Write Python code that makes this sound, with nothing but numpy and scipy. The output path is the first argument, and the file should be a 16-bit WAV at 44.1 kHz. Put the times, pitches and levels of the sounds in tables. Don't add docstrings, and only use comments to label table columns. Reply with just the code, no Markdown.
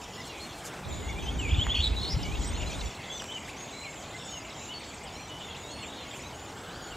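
import sys
import numpy as np
from scipy import signal
from scipy.io import wavfile
from scipy.ndimage import uniform_filter1d

SR = 44100
rng = np.random.default_rng(int(sys.argv[2]) if len(sys.argv) > 2 else 0)


def materialize(psi):
    bounded = np.clip(np.atleast_2d(psi).T, -1, 1)
    quanta = np.round(bounded * 32767).astype(np.int16)
    wavfile.write(sys.argv[1], SR, quanta)


N = 306936
TIME_S = np.arange(N) / SR


# time_s, swings_per_s, dip_hz, top_hz, level_db
WARBLE_CURVES = [
    [(1.487, 69, 2380, 3050, -33), (1.52, 30, 2400, 3340, -32.5), (1.565, 44, 2390, 3540, -34),
     (1.59, 98, 2900, 3300, -34)],
    [(1.74, 44, 2800, 3320, -22.5), (1.787, 48, 2465, 3394, -27), (1.814, 114, 2820, 3636, -23.5),
     (1.823, 106, 3280, 3940, -31.5), (1.843, 120, 3600, 4110, -21), (1.866, 117, 3260, 3845, -24.5),
     (1.882, 97, 3480, 3940, -27)],
    [(1.963, 110, 3570, 4070, -30), (1.984, 102, 3740, 3940, -34), (2.0, 66, 3370, 4150, -35),
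     (2.05, 42, 3430, 4580, -29.5), (2.066, 92, 3570, 4360, -34), (2.087, 70, 3650, 4630, -29),
     (2.098, 79, 4500, 4870, -40)],
    [(2.408, 29, 5000, 6400, -47), (2.45, 43, 4760, 5830, -41.5), (2.5, 48, 4900, 5850, -46)],
]

def warble(curve):
    times, *controls = np.transpose(curve)
    t = np.arange(times[0], times[-1], 1 / SR)
    swings_per_s, dip_hz, top_hz, db = (np.interp(t, times, c) for c in controls)
    cycle = np.cumsum(swings_per_s) / SR % 1
    lift = .5 - .5 * np.cos(2 * np.pi * cycle ** 1.2)
    reach = 1 + .17 * unit_rms(uniform_filter1d(rng.standard_normal(len(t)), size=500))
    hz = dip_hz + (top_hz - dip_hz) * (.5 + reach * (lift - .5))
    level = gain(db + 6.5 * (lift - 1.5)) * signal.windows.tukey(len(t), .07)
    return whistle(hz, level, rough=.13, overtone_db=-22)


# start_s, length_s, first_hz, middle_hz, last_hz, level_db
THRUSH_NOTES = [(0.13, 0.1, 4110, 5370, 4650, -54), (0.17, 0.046, 1960, 1990, 2040, -49.5),
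                (0.263, 0.027, 5700, 5550, 5230, -52), (0.269, 0.14, 3000, 2640, 2330, -52.5),
                (0.394, 0.065, 4080, 4245, 4260, -45.5), (0.435, 0.19, 4250, 4240, 4200, -58),
                (0.881, 0.077, 7540, 7120, 6580, -50.5), (0.909, 0.21, 7080, 7020, 6500, -53),
                (1.086, 0.042, 2180, 2200, 1960, -44.5), (1.078, 0.054, 3410, 3480, 3550, -48),
                (1.157, 0.038, 2410, 2355, 2560, -45), (1.186, 0.023, 2500, 3460, 2900, -44.5),
                (1.211, 0.036, 3120, 3280, 3140, -47.5), (1.215, 0.058, 6160, 6280, 6300, -52.5),
                (1.258, 0.048, 3110, 3105, 3420, -39), (1.384, 0.052, 7300, 7510, 7300, -48),
                (1.385, 0.11, 3160, 2540, 2220, -40), (1.424, 0.1, 7160, 7010, 7330, -51.5),
                (1.569, 0.16, 7540, 7040, 6430, -51.5), (1.587, 0.054, 2960, 3175, 3570, -30),
                (1.603, 0.059, 6190, 6800, 7040, -53), (1.69, 0.048, 2930, 3350, 3520, -31),
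                (1.75, 0.065, 4410, 4395, 4380, -39.5), (1.915, 0.045, 2500, 2620, 2950, -49),
                (2.084, 0.063, 4850, 5540, 5460, -40), (2.097, 0.049, 4700, 5050, 4930, -40),
                (2.223, 0.021, 7160, 5170, 4200, -44), (2.226, 0.05, 2980, 2900, 3020, -46),
                (2.232, 0.065, 2464, 2235, 2450, -47), (2.31, 0.058, 2400, 2550, 2950, -45),
                (2.406, 0.023, 5500, 7500, 7900, -49), (2.408, 0.048, 4080, 4020, 4460, -50),
                (2.424, 0.024, 6950, 6970, 7000, -42.5), (2.439, 0.029, 7470, 7560, 8330, -45),
                (2.465, 0.04, 8200, 8200, 8200, -47), (2.52, 0.048, 2300, 2910, 3180, -51),
                (2.545, 0.029, 3950, 4200, 4230, -47), (2.597, 0.019, 2300, 2890, 2300, -45),
                (2.618, 0.025, 3500, 2820, 2200, -42), (2.688, 0.035, 2450, 2380, 2270, -49),
                (2.657, 0.03, 3830, 4060, 4030, -45.5), (2.712, 0.031, 3500, 2730, 2100, -47),
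                (2.725, 0.016, 5800, 4580, 3600, -46), (2.731, 0.036, 3540, 3620, 3830, -46),
                (2.785, 0.019, 3850, 4000, 4000, -44), (2.803, 0.019, 5900, 3980, 3500, -40),
                (2.83, 0.055, 6800, 5770, 5560, -53), (2.843, 0.045, 7220, 7200, 7000, -50),
                (2.853, 0.03, 3290, 3400, 3480, -48), (3.093, 0.083, 3330, 3444, 3540, -42),
                (3.109, 0.12, 6510, 6030, 5600, -48), (3.06, 0.28, 7300, 7550, 7500, -56),
                (3.19, 0.022, 4100, 3150, 2760, -39), (3.28, 0.053, 3140, 3110, 3980, -45),
                (3.316, 0.07, 3050, 3040, 2760, -40), (3.474, 0.034, 1220, 2290, 2970, -44),
                (3.559, 0.038, 5280, 6200, 6460, -52), (3.584, 0.085, 6770, 6580, 6720, -48),
                (3.722, 0.15, 3980, 4036, 4080, -49), (3.833, 0.073, 2660, 2225, 2230, -45.5),
                (3.9, 0.14, 7440, 7200, 7000, -58), (4.133, 0.046, 2000, 2070, 2070, -45.5),
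                (4.181, 0.25, 5450, 5400, 4800, -58), (4.191, 0.13, 3490, 3470, 3720, -52),
                (4.249, 0.15, 7140, 6520, 6630, -48.5), (4.259, 0.02, 7720, 7760, 7590, -48),
                (4.316, 0.068, 3070, 2970, 2740, -47.5), (4.575, 0.13, 7080, 7280, 7170, -51.5),
                (4.685, 0.064, 2680, 3020, 2730, -46), (4.734, 0.054, 4410, 4460, 4400, -44),
                (4.775, 0.14, 4470, 4410, 4480, -57), (4.788, 0.02, 7000, 8450, 7400, -54),
                (4.81, 0.035, 2800, 2260, 1770, -55), (4.938, 0.018, 7300, 8270, 8400, -51),
                (5.03, 0.022, 6500, 8260, 7400, -51), (5.05, 0.033, 3300, 3200, 2320, -49),
                (5.155, 0.13, 8100, 8300, 7200, -67), (5.158, 0.06, 2200, 2340, 2620, -53.5),
                (5.13, 0.14, 5300, 5780, 5800, -57.5), (5.14, 0.125, 3950, 4200, 4000, -56),
                (5.275, 0.032, 4500, 7800, 4900, -59), (5.287, 0.1, 2950, 2970, 2990, -50),
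                (5.383, 0.028, 6540, 3900, 3100, -55), (5.403, 0.032, 3320, 2920, 3040, -44),
                (5.425, 0.12, 3620, 3450, 3170, -50), (5.541, 0.034, 2170, 3200, 4500, -47),
                (5.542, 0.018, 3300, 5200, 7200, -54), (5.565, 0.18, 7250, 6860, 6720, -55.5),
                (5.642, 0.19, 7300, 8640, 8700, -63), (5.629, 0.083, 3700, 3800, 4200, -51.5),
                (5.704, 0.14, 4290, 4350, 4260, -52), (5.814, 0.084, 7950, 7340, 7400, -53.5),
                (5.82, 0.052, 2850, 3180, 3680, -49), (5.828, 0.027, 3040, 2470, 2350, -45),
                (5.877, 0.165, 3660, 3800, 3440, -53.5), (5.963, 0.092, 4300, 4150, 4030, -53.5),
                (6.109, 0.0099, 2400, 3670, 2500, -37), (6.075, 0.051, 6700, 7040, 8000, -53),
                (6.12, 0.12, 7800, 7050, 7000, -54), (6.13, 0.042, 2100, 2700, 3200, -47),
                (6.182, 0.032, 2700, 2100, 1900, -50), (6.222, 0.08, 2550, 2520, 2490, -54),
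                (6.23, 0.053, 3650, 3850, 4080, -54), (6.485, 0.028, 4900, 5840, 4600, -56),
                (6.193, 0.11, 4650, 6200, 6250, -55), (6.34, 0.15, 6500, 7050, 7100, -55.5),
                (6.575, 0.14, 7630, 7730, 7750, -59), (6.7, 0.081, 3800, 4300, 5100, -57),
                (6.786, 0.16, 4920, 4440, 4630, -58.5), (6.81, 0.074, 6910, 6780, 7100, -51.5),
                (6.873, 0.056, 6840, 7120, 7800, -54), (6.912, 0.04, 3300, 2780, 3000, -49)]

def thrushes():
    song = np.zeros(N)
    for start_s, *glide, db in THRUSH_NOTES:
        add(song, start_s, note(*glide, db, rough=np.interp(db, [-52, -34], [.24, .1])))
    for curve in WARBLE_CURVES:
        add(song, curve[0][0], warble(curve))
    return song


def note(length_s, first_hz, middle_hz, last_hz, db, rough):
    u = np.linspace(-1, 1, round(length_s * SR))
    hz = middle_hz + (last_hz - first_hz) / 2 * u + ((first_hz + last_hz) / 2 - middle_hz) * u ** 2
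    fade = np.sin(np.pi / 2 * np.clip((1 - abs(u)) * length_s / .022, 0, 1))
    return whistle(hz, gain(db) * fade, rough, overtone_db=-29)


def whistle(hz, level, rough, overtone_db):
    lumps = uniform_filter1d(rng.standard_normal(len(hz)), size=400) * np.sqrt(400)
    wobble, flutter = uniform_filter1d(rng.standard_normal((len(hz), 2)), 90, axis=0).T * np.sqrt(90)
    phase = 2 * np.pi * np.cumsum(hz * (1 + .037 * rough * wobble)) / SR
    strength = level * gain(7.4 * rough * lumps) * (1 + rough * flutter)
    return np.sqrt(2) * strength * (np.sin(phase) + gain(overtone_db) * np.sin(2 * phase))


def tree_echoes(song, t60_s, wet_db):
    tail_db, tail_t60_s = -18, 1
    t = np.arange(SR // 2) / SR
    decay = gain(-60 * t / t60_s) + gain(tail_db - 60 * t / tail_t60_s)
    echoes = rng.standard_normal(len(t)) * (rng.random(len(t)) < .05) * decay * (t > .004)
    echoes /= np.linalg.norm(echoes)
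    echoes[round(.058 * SR)] += .25
    return song + gain(wet_db) * signal.fftconvolve(song, echoes)[:N]


# time_s, level_db
GUST_LEVELS = [(.85, -38.5), (1.0, -37.5), (1.2, -36.5), (1.5, -33), (1.95, -35.5), (2.3, -34), (2.89, -38)]
# frequency_hz, density_db
WIND_SPECTRUM = [(15, -45), (28, -22), (42, -3), (62, 4), (100, -7), (180, -10), (400, -21), (650, -33)]
# centre_s, peak_db, pitch_hz
WIND_BUFFETS = [(1.074, -25, 66), (1.445, -35, 92), (1.534, -16, 70.5), (1.589, -17, 95), (1.69, -25, 55),
                (1.8, -18, 67.7), (1.879, -23, 59.6), (1.92, -19.5, 61.4), (2.15, -20, 57),
                (2.171, -20, 123), (2.4, -22.5, 55), (2.547, -26, 55), (2.63, -27, 52),
                (2.861, -24.5, 66.5)]

def wind():
    level = gain(along(GUST_LEVELS, 1)) * wide_stretch()
    mid, side = (level * noise(WIND_SPECTRUM, patchy_db=1.5, size=4096) for _ in range(2))
    for centre_s, db, hz in WIND_BUFFETS:
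        phase, lean = rng.random(2)
        cycles = hz * (TIME_S - centre_s)
        buffet = gain(db) * np.cos(2 * np.pi * (cycles + phase)) * np.exp(-(1.24 * cycles) ** 2)
        mid += buffet
        side += (lean - .5) * buffet
    return mid, gain(-7) * side


# centre_s, knock_db, pitch_hz, snap_db
TWIG_TICKS = [(1.668, -19.5, 1350, -38), (3.222, -28, 1220, -29.5), (3.243, -27, 1550, -29.5)]

def twig_ticks():
    out, t = np.zeros(N), np.arange(-100, 200) / SR
    for centre_s, knock_db, hz, snap_db in TWIG_TICKS:
        knock = gain(knock_db) * np.cos(2 * np.pi * hz * t) * np.exp(-(2.25 * hz * t) ** 2)
        hiss = uniform_filter1d(rng.standard_normal(len(t)), size=3)
        snap = gain(snap_db) * hiss * np.exp(-abs(t + .00033) / .0011)
        add(out, centre_s + t[0], knock + snap)
    return out


# time_s, traffic_db, low_chorus_db, high_chorus_db, rustle_db
PARK_LEVELS = [(0.0, -44.5, -50.5, -51.5, -53), (0.75, -43, -52.5, -64.5, -53.5),
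               (1.24, -43.5, -49.5, -56, -53.5), (1.65, -42.5, -48.5, -56.5, -56),
               (2.32, -44, -48.5, -53.5, -52), (2.71, -41.5, -48.5, -49.5, -59), (2.85, -44, -49, -55, -55),
               (4.65, -44.5, -52, -54, -56), (5.82, -44, -50, -57, -55.5), (6.96, -44, -56, -63, -53)]
# frequency_hz, density_db
LOW_SONG_SPECTRUM = [(1300, 9.5), (1800, 12), (2500, 11), (3500, -7), (4800, -8), (6000, -36)]
HIGH_SONG_SPECTRUM = [(4000, -46), (5200, 0), (6500, 4), (7500, 5), (8500, -19), (10000, -36)]

def far_chorus():
    low = gain(-3.5) * twitter(2000, 3600, spread_s=.05, bend=.358, count=700)
    low += gain(-12.5) * twitter(2200, 5200, spread_s=.09, bend=.35, count=110)
    low += gain(-6) * twitter(2197, 3810, spread_s=.0149, bend=.907, count=250)
    high = gain(-3.5) * twitter(6400, 7900, spread_s=.06, bend=.1654, count=420)
    high += gain(-12) * twitter(5000, 8400, spread_s=.13, bend=.3, count=110)
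    high += gain(-5) * twitter(3600, 6500, spread_s=.02, bend=.9, count=400)
    low = tree_echoes(low, t60_s=.5, wet_db=-1) + gain(-9) * noise(LOW_SONG_SPECTRUM, patchy_db=2.5)
    high = tree_echoes(high, t60_s=.4, wet_db=-3) + gain(-9) * noise(HIGH_SONG_SPECTRUM, patchy_db=2.5)
    return gain(along(PARK_LEVELS, 2)) * low + gain(along(PARK_LEVELS, 3)) * high


def twitter(low_hz, high_hz, spread_s, bend, count):
    out = np.zeros(N)
    for when, length, pitch, first, last, loud in rng.random((count, 6)):
        hz = low_hz * (high_hz / low_hz) ** pitch
        first_hz, last_hz = hz * (1 + bend * (first - .5)), hz * (1 + bend * (last - .5))
        length_s = .012 + spread_s * length ** 2
        add(out, when * N / SR, note(length_s, first_hz, hz, last_hz, db=7.5 * loud, rough=.23))
    return unit_rms(out)


# frequency_hz, density_db
RUSTLE_SPECTRUM = [(1500, -21), (3000, 12.5), (8000, 4.5), (10000, -1.5), (13000, -5), (16000, -8.5)]
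PUFF_SPECTRUM = [(1500, 3), (3500, -3.5), (7500, 9), (10000, -2.5), (13000, -7), (16000, -16)]
# centre_s, length_s, level_db
RUSTLE_PUFFS = [(.27, 0.04, -50), (.44, 0.16, -53.5), (.58, 0.086, -52.5), (.77, 0.11, -56),
                (.667, 0.047, -41.5), (2.75, 0.28, -53), (3.49, .04, -51), (6.17, 0.055, -52)]

def twig_rustle():
    click_db = 4.5 * np.minimum(rng.exponential(1, N), 4)
    clicks = gain(click_db) * (rng.random(N) < 400 / SR)
    crackle = 1 + 3 * uniform_filter1d(clicks, size=30)
    hiss = gain(along(PARK_LEVELS, 4)) * noise(RUSTLE_SPECTRUM, patchy_db=2.5, size=256)
    puffs = unit_rms(noise(PUFF_SPECTRUM, patchy_db=2.5, size=256) * crackle)
    return hiss + swells(RUSTLE_PUFFS) * puffs


# frequency_hz, density_db
TRAFFIC_SPECTRUM = [(12, -40), (20, -27), (63, 1), (113, 1), (167, -2), (465, -4.5), (534, -5.5),
                    (823, -3.5), (1320, -11), (2200, -17), (2860, -54)]

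def far_traffic():
    level = gain(along(PARK_LEVELS, 1) + .5 * wide_stretch())
    mid = level * noise(TRAFFIC_SPECTRUM, patchy_db=1.17, size=2048)
    side = gain(-6.5) * level * noise(TRAFFIC_SPECTRUM, patchy_db=5.5, size=2048)
    return mid, side


# centre_s, length_s, level_db
HUM_SWELLS = [(.72, 0.21, -48.5), (4.2, 0.41, -55), (6.8, 0.73, -50.5)]
# frequency_hz, density_db
HUM_SPECTRUM = [(950, -19), (1250, -6.5), (1500, -1), (1850, -11)]

def far_hum():
    return swells(HUM_SWELLS) * noise(HUM_SPECTRUM, patchy_db=.7)


# frequency_hz, density_db
SIDE_HISS_SPECTRUM = [(9200, -27), (10000, 4), (11200, -15), (11700, -30)]

def side_hiss():
    return gain(-69.5) * noise(SIDE_HISS_SPECTRUM, patchy_db=3.5)


def noise(spectrum, patchy_db, size=512):
    hz, frames = np.fft.rfftfreq(size, 1 / SR), 4 * N // size + 5
    real, imag, patches = rng.standard_normal((frames, len(hz), 3)).T
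    patches = unit_rms(uniform_filter1d(uniform_filter1d(patches, size=5, axis=0), size=14, axis=1))
    knots_hz, db = np.transpose(spectrum)
    colour_db = np.interp(np.log(hz + 1), np.log(knots_hz + 1), db, left=-90, right=-90)[:, None]
    spectra = (real + 1j * imag) * gain(colour_db + patchy_db * patches)
    return unit_rms(signal.istft(spectra, nperseg=size, noverlap=3 * size // 4)[1][:N])


def wide_stretch(start_s=.855, end_s=2.895):
    return uniform_filter1d(1. * (TIME_S > start_s) * (TIME_S < end_s), size=600)


def swells(rows):
    return sum(gain(db) * np.exp(-(2 * (TIME_S - s) / length_s) ** 2) for s, length_s, db in rows)


def along(rows, column):
    rows = np.array(rows)
    return np.interp(TIME_S, rows[:, 0], rows[:, column])


def add(mix, start_s, sound):
    part = mix[round(start_s * SR):][:len(sound)]
    part += sound[:len(part)]


def gain(db):
    return 10 ** (np.asarray(db) / 20)


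def unit_rms(x):
    return x / np.sqrt(np.mean(x ** 2) + 1e-20)


def scene():
    birds = tree_echoes(thrushes(), t60_s=.064, wet_db=-7) + far_chorus()
    wind_mid, wind_side = wind()
    traffic_mid, traffic_side = far_traffic()
    mid = birds + wind_mid + twig_ticks() + twig_rustle() + traffic_mid + far_hum()
    low_song_band = signal.butter(2, [2200, 4600], "band", fs=SR, output="sos")
    left_lead = .67 * signal.sosfiltfilt(low_song_band, np.gradient(birds))
    side = left_lead + wind_side + traffic_side + side_hiss()
    return np.array([mid + side, mid - side])


def record(dry):
    mid, side = dry.mean(0), wide_stretch() * (dry[0] - dry[1]) / 2
    lowpass = signal.firwin(511, 15700, window=("kaiser", 9), fs=SR)
    return signal.oaconvolve(np.array([mid + side, mid - side]), lowpass[None], "same")


dry = scene()
out = record(dry)
materialize(out)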